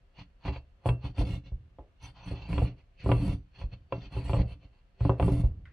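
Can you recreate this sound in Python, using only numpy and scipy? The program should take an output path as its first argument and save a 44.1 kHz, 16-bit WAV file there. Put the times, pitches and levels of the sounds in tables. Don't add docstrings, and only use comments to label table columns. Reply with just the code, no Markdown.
import sys
import numpy as np
from scipy import signal
from scipy.fft import rfft, irfft
from scipy.io import wavfile
from scipy.ndimage import uniform_filter1d

SR = 44100
rng = np.random.default_rng(int(sys.argv[2]) if len(sys.argv) > 2 else 0)


def digitize_waveform(pressure):
    field = np.atleast_2d(pressure).T
    bounded = np.clip(field, -1, 1)
    quanta = np.round(bounded * 32767).astype(np.int16)
    wavfile.write(sys.argv[1], SR, quanta)


N = 252252
T = np.arange(N) / SR

# f/Hz, relative height/dB, t60/s
BENCH_MODES = [(54.8, -7, 0.064), (70.1, -9, 0.46), (120.9, -1, 0.26), (155.3, -15.5, 0.049),
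               (174.4, -12.5, 0.13), (196, -24.5, 0.11), (283.6, -9.5, 0.15), (385.8, -13, 0.12),
               (494.4, -23, 0.12), (539.4, -16.5, 0.061), (608, -26.5, 0.18), (666, -23, 0.16),
               (693, -24.5, 0.051), (853.5, -16.5, 0.11), (979.6, -23.5, 0.09), (1009, -30, 0.035),
               (1162, -22.5, 0.17), (1351, -27, 0.13), (1579, -36.5, 0.23), (2030, -25.5, 0.084),
               (2216, -26, 0.045), (2403, -27.5, 0.025), (2585, -26.5, 0.091), (2704, -19.5, 0.24),
               (3280, -36.5, 0.042), (4040, -42, 0.031)]


def filing():
    # t/s, place (0 near end, 1 far end)
    place_points = [(.25, 0.15), (1.0, 0.71), (1.3, 1), (2.0, 1), (2.4, 0.55), (2.6, 0.13), (3.0, 0.04),
                    (3.3, 1), (3.6, 0.6), (4.0, 0.97), (4.3, 0.13), (4.55, 0.58), (5.0, 0.22), (5.3, 0.96)]
    # f/Hz, width/Hz, gain at near end/dB, gain at far end/dB
    block_resonances = [(2200, 120, -4.5, -14), (2670, 130, 11, -16.5), (3600, 220, -42, -1.5),
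                        (4080, 1500, -17.5, -9.5)]
    # f/Hz, gain/dB
    rasp_colour = [(600, -20), (1100, -9), (1500, 2), (1900, 0), (2350, 3), (2850, 4), (3400, -1.5),
                   (3850, -12), (4250, 4.5), (4750, -5), (5200, -17.5), (5850, -12.5), (6800, -24.5),
                   (12000, -56.5)]
    # f/Hz, gain/dB
    hiss_colour = [(3500, -33.5), (4300, 2.5), (5200, -1.5), (6000, -11), (6900, 1.5), (7900, 12.5),
                   (8700, 6), (9600, 13), (10800, 6.5), (11600, 0.5), (12600, -22.5)]
    contact_floor_db = -99.5

    rasp_db, hollow_db, hiss_db, judder_db, drag_db = effort()
    place = np.interp(T, *np.transpose(place_points)).clip(0, 1)
    speed = undb(0.37 * (rasp_db - rasp_db.max()))
    catches = grains(250 + 700 * speed, spread_db=5.0)

    burst = np.sqrt(ring(catches ** 2, fade(0.088)).clip(0))
    bite = unit(1 + 2.1 * unit(burst))
    cuts = grains(2500 + 8000 * speed, spread_db=3.0) * bite

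    wood = through_block(cuts, place, t60=0.054, direct=0.25)
    resonant = 0
    for hz, width_hz, near_db, far_db in block_resonances:
        gain_db = near_db + (far_db - near_db) * place
        resonant = resonant + undb(gain_db) * resonance(wood, hz, width_hz)
    contact = (undb(rasp_db) - undb(contact_floor_db)).clip(0)
    teeth = steady(colour(wood + resonant, rasp_colour), 0.075) * contact

    hollow_hz, hollow_width_hz = 902, 430
    note = resonance(resonance(cuts, hollow_hz, hollow_width_hz), hollow_hz, hollow_width_hz)
    hollow = steady(note, 0.072) * undb(hollow_db)

    fine_cuts = through_block(cuts, place, t60=0.0095, direct=0.079)
    fibres = steady(colour(fine_cuts, hiss_colour), 0.12) * undb(hiss_db)

    shaking = ring(catches, body(BENCH_MODES, scatter_db=4.0))
    slips = colour(shaking, [(130, -18.5), (200, 0), (290, -2.5), (500, 1),
                             (950, -2.5), (1500, 0.0), (3000, -13.0)])
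    rocking = colour(shaking, [(22, -11.5), (42, 0.0), (70, 7.5), (120, -1.5),
                               (200, 2), (290, -0.5), (420, -11.5), (1000, -54.0)])
    judder = steady(slips, 0.012) * undb(judder_db)
    drag = steady(rocking, 0.068) * undb(drag_db)
    return teeth + hollow + fibres + singing_blade(cuts) + judder + drag


def singing_blade(cuts):
    # t/s, 1/e half length/s, level/dB
    swells = [(2.048, 0.025, -63), (2.262, 0.036, -70), (3.282, 0.095, -80)]
    blade_hz, width_hz = 6020, 68
    level = sum(undb(db) * np.exp(-((T - at_s) / length_s) ** 2) for at_s, length_s, db in swells)
    return unit(resonance(resonance(cuts, blade_hz, width_hz), blade_hz, width_hz)) * level


def effort():
    # start t/s, length/s, then relative levels/dB of
    strokes = [(0.183, 0.031, -54.5, -56.5, -93, -44), (0.455, 0.043, -50, -47, -80, -31),
               (0.522, 0.052, -56, -54, -100, -46.5), (0.866, .036, -56, -45.5, -59, -24.5),
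               (1.041, 0.038, -54, -52.5, -78, -31), (1.18, 0.045, -50, -50.5, -65.5, -24),
               (1.254, .11, -54, -63, -69.5, -29.5), (1.461, .02, -62, -77, -112, -43.5),
               (2.027, 0.062, -56.5, -58.5, -71.5, -44.5), (2.167, 0.26, -60.5, -58.5, -110, -52),
               (2.258, 0.072, -54, -69, -73, -36), (2.353, 0.14, -56.5, -60.5, -105, -42),
               (2.492, 0.16, -54, -55, -68.5, -25), (2.653, .04, -55.5, -75, -90, -33),
               (2.78, 0.034, -72, -79, -103, -57.5), (3.002, 0.042, -55, -75, -92, -48.5),
               (3.045, 0.21, -56.5, -63, -67.5, -27), (3.206, 0.13, -54.5, -55.5, -65, -24.5),
               (3.554, 0.019, -61, -69, -112, -62), (3.591, 0.042, -57.5, -62, -84, -41.5),
               (3.728, .015, -59, -70, -112, -39), (3.929, 0.059, -63, -63, -104, -37.5),
               (4.014, 0.052, -56.5, -65, -102, -41), (4.124, 0.098, -55, -55.5, -74, -34.5),
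               (4.247, 0.12, -54, -55.5, -64.5, -30.5), (4.373, 0.047, -52.5, -65, -82, -22),
               (4.481, 0.054, -60.5, -76, -80, -38.5), (4.626, 0.026, -68, -80, -108, -46.5),
               (4.735, 0.057, -78, -78.5, -103, -87.5), (5.01, 0.076, -57.5, -70, -75.5, -33.5),
               (5.202, 0.21, -59.5, -58, -64, -22.5), (5.44, 0.024, -67.5, -63, -75, -37)]
    starts_s, lengths_s, rasp_db, hollow_db, hiss_db, drag_db = np.transpose(strokes)
    firm_drag_db, firm_judder_db, judder_slope = -24.5, -44.5, 0.85
    judder_db = firm_judder_db + judder_slope * (drag_db - firm_drag_db)
    rest_rasp_db, rest_judder_db, rest_drag_db = -87.22, -76.5, -74.5
    # attack dB/s, sag at both ends dB, release dB/s
    rasp_shape = (620, 2.3, 520)
    hiss_shape = (1200, 3.3, 510)
    judder_shape = (680, 2.85, 514)
    drag_shape = (1040, 3.2, 242)
    return 20 * np.log10([
        follow(starts_s, lengths_s, rasp_db - 0.22, rasp_shape) + undb(rest_rasp_db),
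        follow(starts_s, lengths_s, hollow_db, rasp_shape),
        follow(starts_s, lengths_s, hiss_db, hiss_shape),
        follow(starts_s, lengths_s, judder_db, judder_shape) + undb(rest_judder_db),
        follow(starts_s, lengths_s, drag_db - 1.5, drag_shape) + undb(rest_drag_db)])


def follow(starts_s, lengths_s, levels_db, shape):
    attack_db_per_s, sag_db, release_db_per_s = shape
    loudest_db = np.full(N, -200.)
    for start_s, length_s, db in zip(starts_s, lengths_s, levels_db):
        t = T - start_s
        arch_db = sag_db * (2 * (t / length_s).clip(0, 1) - 1) ** 2
        attack_db = attack_db_per_s * np.minimum(t, 0)
        release_db = release_db_per_s * np.maximum(t - length_s, 0)
        loudest_db = np.maximum(loudest_db, db - arch_db + attack_db - release_db)
    return undb(loudest_db)


def through_block(x, place, t60, direct, count=9):
    shares = (np.sqrt((1 - abs(place * (count - 1) - k)).clip(0)) for k in range(count))
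    return direct * x + sum(share * ring(x, tail(t60)) for share in shares)


def knocks():
    drops = [(0.4517, -37, -38, -4), (0.4802, -28, -19.5, -8), (0.5607, -40, -37, -1),
             (0.8578, -17.5, -14, -19), (0.889, -24.5, -15, -2.5), (1.1822, -35, -17, -3),
             (1.2105, -22.5, -21, -43), (1.7859, -38.5, -39.5, -21.5), (2.313, -31.5, -24.5, -43.5),
             (2.529, -33.5, -25, 0.5), (2.58, -25.5, -22, -7), (2.6198, -20.5, -15.5, -42.5),
             (3.061, -24.5, -19, -18), (3.0914, -15, -13, -25.5), (3.116, -17, -15.5, -7),
             (3.6148, -39, -32, -3), (3.9236, -22, -29.5, -9), (4.1664, -30, -22.5, -18),
             (4.2953, -28, -20.5, -13), (4.3324, -24, -15, -8.5), (4.341, -22.5, -25, -22.5),
             (4.366, -28, -26.5, -14), (4.391, -25, -19, -28), (5.0067, -33.5, -17, -11.5),
             (5.0512, -21.5, -15.5, -22), (5.0944, -15.5, -12.5, -19.5), (5.198, -17.5, -32, -14.5),
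             (5.2258, -21.5, -14, -14), (5.281, -19, -27, -31)]
    even_knock_hz, tick_db_per_octave = 723, 36
    firm_thud_hz, firm_knock_db, knock_db_per_octave = 106.8, -21.5, 30
    out = np.zeros(N)
    for at_s, knock_db, thud_db, edge_db in drops:
        tick_db = knock_db + edge_db
        knock_hz = even_knock_hz * 2 ** (edge_db / tick_db_per_octave)
        thud_hz = firm_thud_hz * 2 ** ((knock_db - firm_knock_db) / knock_db_per_octave)
        wood = body(BENCH_MODES, scatter_db=4.0)
        knock = peak(band(wood, 0.53 * knock_hz, 1.76 * knock_hz), knock_db)
        crack = peak(band(tail(0.035), 1.25 * knock_hz, 2.53 * knock_hz, order=3), knock_db - 11.5)
        clatter = peak(band(tail(0.29), 270, 616), knock_db - 13.0)
        thud = peak(band(wood, 0.61 * thud_hz, 1.394 * thud_hz), thud_db - 1.0)
        tick = peak(band(wood, 1600, 3320, order=3), tick_db - 1.5)
        tick_noise = peak(band(tail(0.025), 1400, 3400, order=4), tick_db - 8.5)
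        add(out, at_s, knock + crack + clatter + thud + tick + tick_noise)
    return out


def bumps():
    # t/s, thud peak level/dB
    blows = [(1.519, -25.5), (3.636, -25), (5.437, -13)]
    thud_hz = 59.7
    out = np.zeros(N)
    for at_s, db in blows:
        wood = body(BENCH_MODES, scatter_db=2.0)
        thud = peak(band(wood, 0.54 * thud_hz, 1.46 * thud_hz), db)
        knock = peak(band(wood, 180, 710), db - 19)
        shudder = peak(band(tail(0.71), 40, 110), db - 15)
        add(out, at_s, thud + knock + shudder)
    return out


def tap():
    # f/Hz, relative height/dB, t60/s
    steel_modes = [(1487, 10, 0.11), (2060, 2, 0.096), (2200, -3, 0.12), (2650, -1, 0.18), (3150, 11, 0.4),
                   (3620, -7, 0.19), (4470, -28, .1)]
    out = np.zeros(N)
    touch = peak(band(tail(0.0094), 1300, 3600, order=4), -53.0)
    rattle = peak(band(tail(0.31), 1230, 2100), -53.0)
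    steel = peak(body(steel_modes, scatter_db=5.0), -51.5)
    add(out, 5.6546, touch + rattle + steel)
    return out


def shop():
    # f/Hz, relative density/dB per Hz
    room_spectrum = [(15, -21.5), (25, 23.5), (78, 4), (451, -21), (756, -21.5), (1010, -23.5), (1300, -22),
                     (1440, -24), (1770, -23), (1920, -26.5), (2900, -26.5), (3470, -31.5), (12000, -52.5),
                     (15600, -76.5), (22000, -120)]
    mid, side = (unit(colour(rng.standard_normal(N), room_spectrum)) for _ in range(2))
    side = colour(side, [(60, -18.0), (110, -20), (220, -3), (600, 0.5), (4000, 0.0)])
    return undb(-58.5) * np.array([mid + side, mid - side])


def undb(db):
    return 10 ** (np.asarray(db) / 20)


def unit(x):
    return x / np.sqrt(np.mean(x ** 2))


def peak(x, db):
    return x * undb(db) / np.abs(x).max()


def steady(x, span_s):
    return x / np.sqrt(uniform_filter1d(x ** 2, int(span_s * SR) + 1) + 1e-12)


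def add(track, at_s, sound):
    start = max(int(at_s * SR), 0)
    track[start:start + len(sound)] += sound[:N - start]


def grains(rate_hz, spread_db):
    hit = rng.random(N) < rate_hz / SR
    size = undb(spread_db * np.minimum(rng.exponential(size=N), 4))
    return unit(hit * size * rng.choice([-1, 1], N) / np.sqrt(rate_hz))


def fade(t60):
    return np.exp(-np.log(1000) * T[:SR // 2] / t60)


def tail(t60):
    cloud = rng.standard_normal(SR // 2) * fade(t60)
    return cloud / np.linalg.norm(cloud)


def body(modes, scatter_db):
    shares_db = scatter_db * rng.standard_normal(len(modes))
    response = 0
    for share_db, (hz, db, t60) in zip(shares_db, modes):
        response = response + undb(db + share_db) / t60 * fade(t60) * np.sin(2 * np.pi * hz * T[:SR // 2])
    return response


def ring(x, response):
    return signal.fftconvolve(x, response)[:N]


def band(x, low_hz, high_hz, order=2):
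    edges_hz = [low_hz, min(high_hz, SR / 2 - 1)]
    return signal.sosfilt(signal.butter(order, edges_hz, "band", fs=SR, output="sos"), x)


def resonance(x, hz, width_hz):
    return band(x, hz - width_hz / 2, hz + width_hz / 2, order=1)


def colour(x, points):
    hz, db = np.transpose(points)
    f = np.fft.rfftfreq(4096, 1 / SR)
    cepstrum = irfft(np.log(undb(np.interp(np.log(f + 1), np.log(hz), db))))
    fold = np.r_[1, np.full(len(f) - 2, 2), 1, np.zeros(len(f) - 2)]
    response = irfft(np.exp(rfft(cepstrum * fold)))
    return signal.fftconvolve(x, response)[:len(x)]


def scene():
    # f/Hz, gain/dB
    side_colour = [(60, -18.5), (110, -19.5), (200, -20.5), (350, -23.5), (630, -18.5), (1140, -11.5),
                   (2060, -10.5), (3720, 0), (6700, -8), (12100, -35)]
    work = filing() + knocks() + bumps() + tap()
    mid = work + undb(-21.5) * band(ring(work, tail(0.19)), 270, 7000)
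    side = colour(band(ring(work, tail(0.045)), 260, 14000, order=1), side_colour)
    return np.array([mid + side, mid - side]) + shop()


def record(dry):
    low_cut = signal.butter(4, 32, "high", fs=SR, output="sos")
    top_cut = signal.ellip(8, .2, 70, 12650, fs=SR, output="sos")
    return signal.sosfilt(top_cut, signal.sosfilt(low_cut, dry))


dry = scene()
out = record(dry)
digitize_waveform(out)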